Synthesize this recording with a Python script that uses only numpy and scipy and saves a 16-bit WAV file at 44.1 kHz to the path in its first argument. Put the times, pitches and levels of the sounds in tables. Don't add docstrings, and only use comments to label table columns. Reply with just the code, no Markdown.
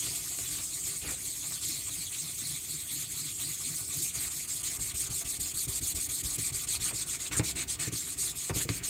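import sys
import numpy as np
from scipy import signal
from scipy.fft import rfft, irfft, next_fast_len
from scipy.io import wavfile
from scipy.ndimage import uniform_filter1d

SR = 44100
rng = np.random.default_rng(int(sys.argv[2]) if len(sys.argv) > 2 else 0)


def generate_wav(sig):
    pcm = np.round(np.clip(np.atleast_2d(sig).T, -1, 1) * 32767).astype(np.int16)
    wavfile.write(sys.argv[1], SR, pcm)


N = 392034
TIME = np.arange(N) / SR


def scrubbing():
    judder = wander(rate_hz=65)
    tremor = wander(rate_hz=14.5)
    contact = hiss(judder, tremor) + rasp(judder, tremor) + grating(judder)
    return travelling_contact(contact) + rumble(judder)


# (frequency [Hz], level [dB])
HISS_SPECTRUM = [(1500, -37), (4000, -7), (5700, -5.5), (6600, -0.5), (8600, 0), (9400, 0), (11500, -2),
                 (13800, -8), (15800, -21)]
# (time [s], fizz lift [dB])
SWEEP_BRIGHTNESS = [(1.1, 3.5), (1.5, 3.5), (2.8, 7.5), (4.3, 4.5), (5.1, 4.5), (6.1, 8), (6.8, 1),
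                    (7.3, -1.5), (7.7, -3), (8.2, 5), (8.6, 3.5)]

def hiss(judder, tremor, sag_db=3, trim_db=-1.77):
    sweep_db, = curves(SWEEP_BRIGHTNESS)
    _, dip_db = turns()
    stroke_db, bite_db = pressure(), bites()
    spray = grit(HISS_SPECTRUM, per_s=16000, spread_db=1.5, judder_db=0.36 * judder + 1.38 * tremor)
    spray *= gain_of(stroke_db + bite_db - 0.97 * dip_db - sag_db * (1 - hand_speed()) + trim_db)
    fizz = signal.sosfiltfilt(signal.butter(2, 10000, "high", fs=SR, output="sos"), spray)
    fizz_db = 0.095 * (stroke_db - stroke_db.mean()) - 0.18 * dip_db + sweep_db + 0.36 * bite_db
    return spray + fizz * (gain_of(fizz_db) - 1)


# (frequency [Hz], level [dB])
RASP_SPECTRUM = [(900, -43), (2000, -3.5), (2900, -2.5), (3500, 5), (4400, 5), (5100, -3), (7000, -18.5),
                 (15000, -10.5)]
# (time [s], rasp gain [dB])
FACE_CONTACT = [(1.2, -12.5), (1.7, -10), (3.2, -9), (3.8, -12.5), (8.8, -12)]

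def rasp(judder, tremor, slow_hz=3200, fast_hz=4300, sag_db=2, trim_db=0.08):
    face_db, = curves(FACE_CONTACT)
    turning, dip_db = turns()
    speed = hand_speed()
    grains = grit(RASP_SPECTRUM, per_s=7000, spread_db=1.0, judder_db=0.32 * judder + 0.41 * tremor)
    song = resonate(rng.standard_normal(N), slow_hz + (fast_hz - slow_hz) * speed ** 2, width_hz=840)
    song *= gain_of(-7.5 + 1.76 * (face_db - face_db.mean()))
    duck_db = 0.81 * dip_db + 4.6 * turning + sag_db * (1 - speed)
    return (grains + song) * gain_of(pressure() + face_db - duck_db + trim_db)


# (frequency [Hz], level [dB])
GRATE_SPECTRUM = [(150, -1), (400, -2.5), (800, -0.5), (2100, 3.5), (2800, 3), (4000, -3), (10000, -11)]

def grating(judder, edge_db=-19, drag_db=-3, slow_lift_db=2, turn_duck_db=5):
    turning, _ = turns()
    flicker_db = 0.4 * judder + 1.85 * wander(rate_hz=16)
    grains = grit(GRATE_SPECTRUM, per_s=3500, spread_db=1.5, judder_db=flicker_db)
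    level = np.hypot(gain_of(pressure() + edge_db), gain_of(drag_db) * dragging())
    return grains * level * gain_of(slow_lift_db * (1 - hand_speed()) - turn_duck_db * turning)


def grit(spectrum, per_s, spread_db, judder_db):
    hits = rng.random(N) < per_s / SR
    sizes = gain_of(judder_db + spread_db * np.minimum(rng.exponential(1, N), 4))
    return unit_rms(body(hits * sizes * rng.choice([-1, 1], N), spectrum))


# (frequency [Hz], width [Hz], lift [dB])
BODY_RESONANCES = [(111, 30, 0), (297, 32, 5.5), (394, 39, 8), (694, 86, 8.5), (1178, 183, 7),
                   (1487, 22, 8.5), (2310, 710, 6.5), (4500, 690, 3), (5260, 130, 5), (6850, 1800, 7.5),
                   (7600, 150, 4), (8090, 310, 5.5), (8490, 800, 7), (10470, 220, -5.5), (14900, 260, 13.5)]

def body(force, spectrum, size=4096):
    hz = abs(np.fft.fftfreq(size, 1 / SR))
    peaks_db = sum(lift / (1 + (2 * (hz - f) / width) ** 2) for f, width, lift in BODY_RESONANCES)
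    log_gain = np.log(gain_of(value_at(spectrum, hz) + peaks_db))
    response = np.fft.ifft(np.exp(np.conj(signal.hilbert(log_gain)))).real
    return signal.oaconvolve(force, response[:size // 2])[:len(force)]


def travelling_contact(x, depth_db=3.0, patch_bins=4, patch_frames=20):
    bands = signal.stft(x, nperseg=256, noverlap=192)[2]
    patches = uniform_filter1d(rng.standard_normal(bands.shape), patch_bins, axis=0)
    patches = uniform_filter1d(patches, patch_frames, axis=1)
    return signal.istft(bands * gain_of(depth_db * unit_rms(patches)), nperseg=256, noverlap=192)[1][:N]


# (start [s], level [dB])
HAND_STROKES = [(0.0, -34.5), (0.2, -35.5), (0.371, -35), (0.663, -38), (0.81, -35), (0.991, -38),
                (1.192, -37), (1.4, -36.5), (1.6, -36.0), (1.846, -37.5), (2.11, -38), (2.363, -37.5),
                (2.615, -39), (2.858, -38), (3.101, -37.5), (3.36, -36.5), (3.588, -35.5), (3.869, -36),
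                (4.134, -33), (4.298, -36.5), (4.469, -37), (4.627, -34.5), (4.785, -36), (4.934, -35),
                (5.091, -35.0), (5.239, -35.5), (5.389, -36), (5.534, -34.5), (5.671, -35), (5.806, -35),
                (5.941, -35.5), (6.082, -35.5), (6.227, -34.5), (6.375, -34.5), (6.518, -36), (6.664, -33),
                (6.79, -32), (6.924, -33.5), (7.053, -33.5), (7.183, -33.5), (7.304, -34), (7.42, -33),
                (7.542, -34.5), (7.663, -34), (7.778, -33), (7.907, -35), (8.162, -33.5), (8.338, -36.5),
                (8.523, -34), (8.672, -36), (8.815, -32.5)]

def pressure(fade_db_per_s=7, ease_s=0.045):
    starts, db = np.transpose(HAND_STROKES)
    stroke = np.maximum(np.searchsorted(starts, TIME, "right") - 1, 0)
    age = TIME - starts[stroke]
    return uniform_filter1d(db[stroke] - fade_db_per_s * (age - age.mean()), round(ease_s * SR))


def hand_speed():
    starts = np.sort([s for s, _ in HAND_STROKES])
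    return abs(np.sin(np.pi * np.interp(TIME, starts, np.arange(len(starts)))))


# (time [s], depth [dB], half duration [s])
TURN_SHAPES = [(1.0, -1.5, 0.026), (2.6, 0.5, 0.017), (3.2, 2.5, 0.045), (4.1, 2.5, 0.017),
               (4.6, 12, 0.0033), (4.8, 14, 0.0092), (6.6, 21, 0.006), (7.15, 8.5, 0.016), (7.3, 22, .014),
               (7.8, 32, 0.013), (8.2, 15, 0.016), (8.8, 23, 0.018)]

def turns(lean=0.13):
    turning, dip_db = np.zeros(N), np.zeros(N)
    when, depths_db, halves_s = np.transpose(TURN_SHAPES)
    for s, _ in HAND_STROKES:
        half_s = np.interp(s, when, halves_s)
        near = abs(TIME - s) < .5
        since = TIME[near] - s - lean * half_s / 2
        width_s = half_s * np.exp(-lean * np.sign(since))
        bell = np.exp(-(since / width_s) ** 2)
        turning[near] += bell
        dip_db[near] += np.interp(s, when, depths_db) * bell
    return turning, dip_db


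# (start [s], length [s], lift [dB])
HARD_BITES = [(4.018, 0.089, 3.5), (6.84, 0.067, 1.5), (7.366, 0.029, 7), (8.553, 0.076, 2.5)]

def bites():
    lift_db = np.zeros(N)
    for s, length, db in HARD_BITES:
        add(lift_db, s, db * drag_shape(round(length * SR)))
    return lift_db


# (start [s], length [s], level [dB], start pitch [Hz], end pitch [Hz])
EDGE_DRAGS = [(0.03, 0.098, -50, 4400, 3470), (0.48, 0.16, -52, 4170, 2400),
              (1.009, .12, -49.5, 3750, 1390), (1.031, 0.14, -54, 520, 400),
              (6.905, 0.029, -50.5, 746, 500), (7.31, 0.088, -43, 2550, 1280),
              (7.551, 0.11, -46.5, 2900, 1960), (7.785, 0.11, -46, 2640, 1740),
              (7.396, 0.025, -41.5, 715, 557), (8.498, 0.024, -42.5, 776, 547),
              (8.545, 0.093, -44.5, 4020, 2450), (8.689, 0.18, -51, 2600, 2100)]

def swishes():
    out = np.zeros(N)
    for s, length, db, start_hz, end_hz in EDGE_DRAGS:
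        count = round(length * SR)
        glide_hz = np.geomspace(start_hz, end_hz, count)
        band = resonate(rng.standard_normal(count), glide_hz, width_hz=420 + 0.45 * end_hz)
        add(out, s, gain_of(db) * band * drag_shape(count))
    return out


def dragging():
    out = np.zeros(N)
    for s, length, db, _, _ in EDGE_DRAGS:
        add(out, s, gain_of(db) * drag_shape(round(length * SR)))
    return out


def drag_shape(count, attack=0.073, release=0.31):
    along = np.linspace(0, 1, count)
    return np.minimum(1, np.minimum(along / attack, (1 - along) / release))


# (time [s], peak [dB], hardness as a low-pass corner [Hz])
BLOCK_KNOCKS = [(.388, -27.5, 3000), (7.396, -15.5, 3530), (8.497, -21, 1350), (8.6909, -13, 4280)]
# (frequency [Hz], level [dB])
CLACK_SPECTRUM = [(60, -22), (350, 4), (800, -9.5), (2050, -2.5), (2900, -6.5), (3900, 1), (16000, -25)]

def knocks(chatter_s=0.0062, chatter_gain=0.12):
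    out, t = np.zeros(N), np.arange(SR // 8) / SR
    for s, db, corner_hz in BLOCK_KNOCKS:
        blow = 2 * (t == 0)
        chatter = chatter_gain * rng.standard_normal(len(t)) * np.exp(-t / chatter_s)
        force = signal.sosfilt(signal.butter(2, corner_hz, fs=SR, output="sos"), blow + chatter)
        clack = body(force, CLACK_SPECTRUM)
        add(out, s, gain_of(db) * clack / abs(clack).max())
    return out


# (time [s], peak [dB], pitch [ratio])
VISE_THUDS = [(5.824, -30, 0.7), (6.385, -32.5, 0.97), (6.93, -37, 1.1), (7.37, -31, 0.97),
              (7.395, -20.5, 1.077), (7.875, -29, 1.076), (7.925, -32, 1), (8.504, -27.5, 0.89),
              (8.561, -26.5, 1.05), (8.652, -33, 1.2), (8.697, -23.5, 1)]
# (frequency [Hz], level [dB], t60 [s])
VISE_MODES = [(66.6, -18, 0.32), (114.4, 8, 0.069), (162.3, -3, 0.14), (286, 0, 0.09), (380, 1.5, 0.051)]

def thuds(rise_s=0.0018, jolt_pitch=0.707):
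    out, t = np.zeros(N), np.arange(SR // 4) / SR
    for s, db, pitch in VISE_THUDS + [(s, db, jolt_pitch) for s, db in jolts()]:
        ring = sum(gain_of(mode_db - 60 * t / t60) * np.sin(2 * np.pi * hz * pitch * t)
                   for hz, mode_db, t60 in VISE_MODES)
        ring *= 1 - np.exp(-t / rise_s)
        add(out, s, gain_of(db) * ring / abs(ring).max())
    return out


# (time [s], peak [dB])
JOLT_LEVELS = [(4.6, -47), (4.78, -37.5), (6.5, -36), (7.002, -45), (8.8, -40.5)]

def jolts(pull_db=-5.5):
    when, db = np.transpose(JOLT_LEVELS)
    return [(s, np.interp(s, when, db) + pull_db * (k % 2))
            for k, (s, _) in enumerate(HAND_STROKES) if s > when[0]]


# (frequency [Hz], level [dB])
SHAKE_SPECTRUM = [(25, -13), (52, 10), (80, 0.5), (155, -1), (230, -15.5), (400, -18.5), (600, -28.5),
                  (4000, -55)]

def shaking(rise_s=0.015, decay_s=0.023, trim_db=-3.5):
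    level, t = np.zeros(N), np.arange(SR // 3) / SR
    swell = (1 - np.exp(-t / rise_s)) * np.exp(-t / decay_s)
    for s, db in jolts():
        add(level, s, gain_of(db + trim_db) * swell / swell.max())
    return level * grit(SHAKE_SPECTRUM, per_s=1500, spread_db=1.0, judder_db=0)


# (frequency [Hz], level [dB])
RUMBLE_SPECTRUM = [(28, -31), (52, 4.5), (95, 1), (160, 0), (205, -9), (290, -6), (400, -11), (520, -24),
                   (4000, -45.5)]

def rumble(judder, scrub_db=-18.5, drag_db=-1, sag_db=0.5):
    grains = grit(RUMBLE_SPECTRUM, per_s=1500, spread_db=2.0, judder_db=0.24 * judder)
    steady = gain_of(pressure() + scrub_db - sag_db * (1 - hand_speed()))
    return grains * np.hypot(steady, gain_of(drag_db) * dragging())


# (time [s], mid-stroke level [dB])
SHUDDER_LEVELS = [(1.2, -57), (1.75, -50), (2.3, -51.5), (3.3, -48), (4.0, -47.5), (4.8, -61.5)]

def shudder(slow_hz=85, fast_hz=152, jitter_hz=14, octave_db=-8, sag_db=13, uneven_db=5.5):
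    level_db, = curves(SHUDDER_LEVELS)
    speed = hand_speed()
    hz = slow_hz + (fast_hz - slow_hz) * speed ** 2 + jitter_hz * wander(rate_hz=66)
    phase = 2 * np.pi * np.cumsum(hz) / SR
    root, octave = (np.sin(k * phase) * gain_of(uneven_db * wander(rate_hz=33)) for k in (1, 2))
    return gain_of(level_db - sag_db * (1 - speed)) * unit_rms(root + gain_of(octave_db) * octave)


# (frequency [Hz], t60 [s])
ROOM_DECAY = [(100, 0.41), (15000, 0.036)]

def room(x, near_db=-13, near_s=0.009, tail_db=-17, taps_per_s=3000):
    t = np.arange(SR // 3) / SR
    taps = rng.choice([-1, 1], len(t)) * (rng.random(len(t)) < taps_per_s / SR) * (t > .001)
    near = taps * np.exp(-t / near_s)
    hz, when, bands = signal.stft(rng.permutation(taps) * (t > .008), SR, nperseg=256)
    decay = gain_of(-60 * when / value_at(ROOM_DECAY, hz)[:, None])
    tail = signal.istft(bands * decay, SR, nperseg=256)[1][:len(t)]
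    echoes = gain_of(near_db) * near / np.linalg.norm(near)
    echoes += gain_of(tail_db) * tail / np.linalg.norm(tail)
    return x + signal.oaconvolve(x, echoes)[:N]


# (frequency [Hz], level [dB])
AIR_SPECTRUM = [(25, -17), (60, -8), (130, -4), (900, -20), (16000, -12.5)]

def room_air(level_db=-56):
    return gain_of(level_db) * noise(lambda hz: gain_of(value_at(AIR_SPECTRUM, hz)))


def resonate(x, hz, width_hz):
    carrier = np.exp(2j * np.pi * np.cumsum(hz) / SR)
    pole = np.exp(-np.pi * width_hz / SR)
    return unit_rms((carrier * signal.lfilter([1], [1, -2 * pole, pole * pole], x / carrier)).real)


def noise(colour):
    size = next_fast_len(N, True)
    white = rfft(rng.standard_normal(size))
    return unit_rms(irfft(white * colour(np.fft.rfftfreq(size, 1 / SR)), size)[:N])


def wander(rate_hz):
    return noise(lambda hz: hz / (hz + rate_hz / 10) / (1 + (hz / rate_hz) ** 2))


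def gain_of(db):
    return 10 ** (np.asarray(db) / 20)


def unit_rms(x):
    return x / np.sqrt(np.mean(x ** 2) + 1e-20)


def value_at(points, hz):
    f, value = np.transpose(points)
    return np.interp(np.log(hz + 1), np.log(f + 1), value)


def curves(rows):
    s, *columns = np.transpose(rows)
    return [np.interp(TIME, s, c) for c in columns]


def add(mix, s, sound):
    part = mix[round(s * SR):][:len(sound)]
    part += sound[:len(part)]


def scene():
    air = room_air()
    mono = room(scrubbing() + shudder() + shaking() + swishes() + knocks() + thuds()) + air
    return np.array([mono, mono])


def record(dry):
    low_cut_hz, high_cut_hz = 36, 15850
    trimmed = signal.sosfilt(signal.butter(4, low_cut_hz, "high", fs=SR, output="sos"), dry)
    low_pass = signal.firwin(511, high_cut_hz, window=("kaiser", 9), fs=SR)
    return signal.oaconvolve(trimmed, low_pass[None], "same")


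dry = scene()
out = record(dry)
generate_wav(out)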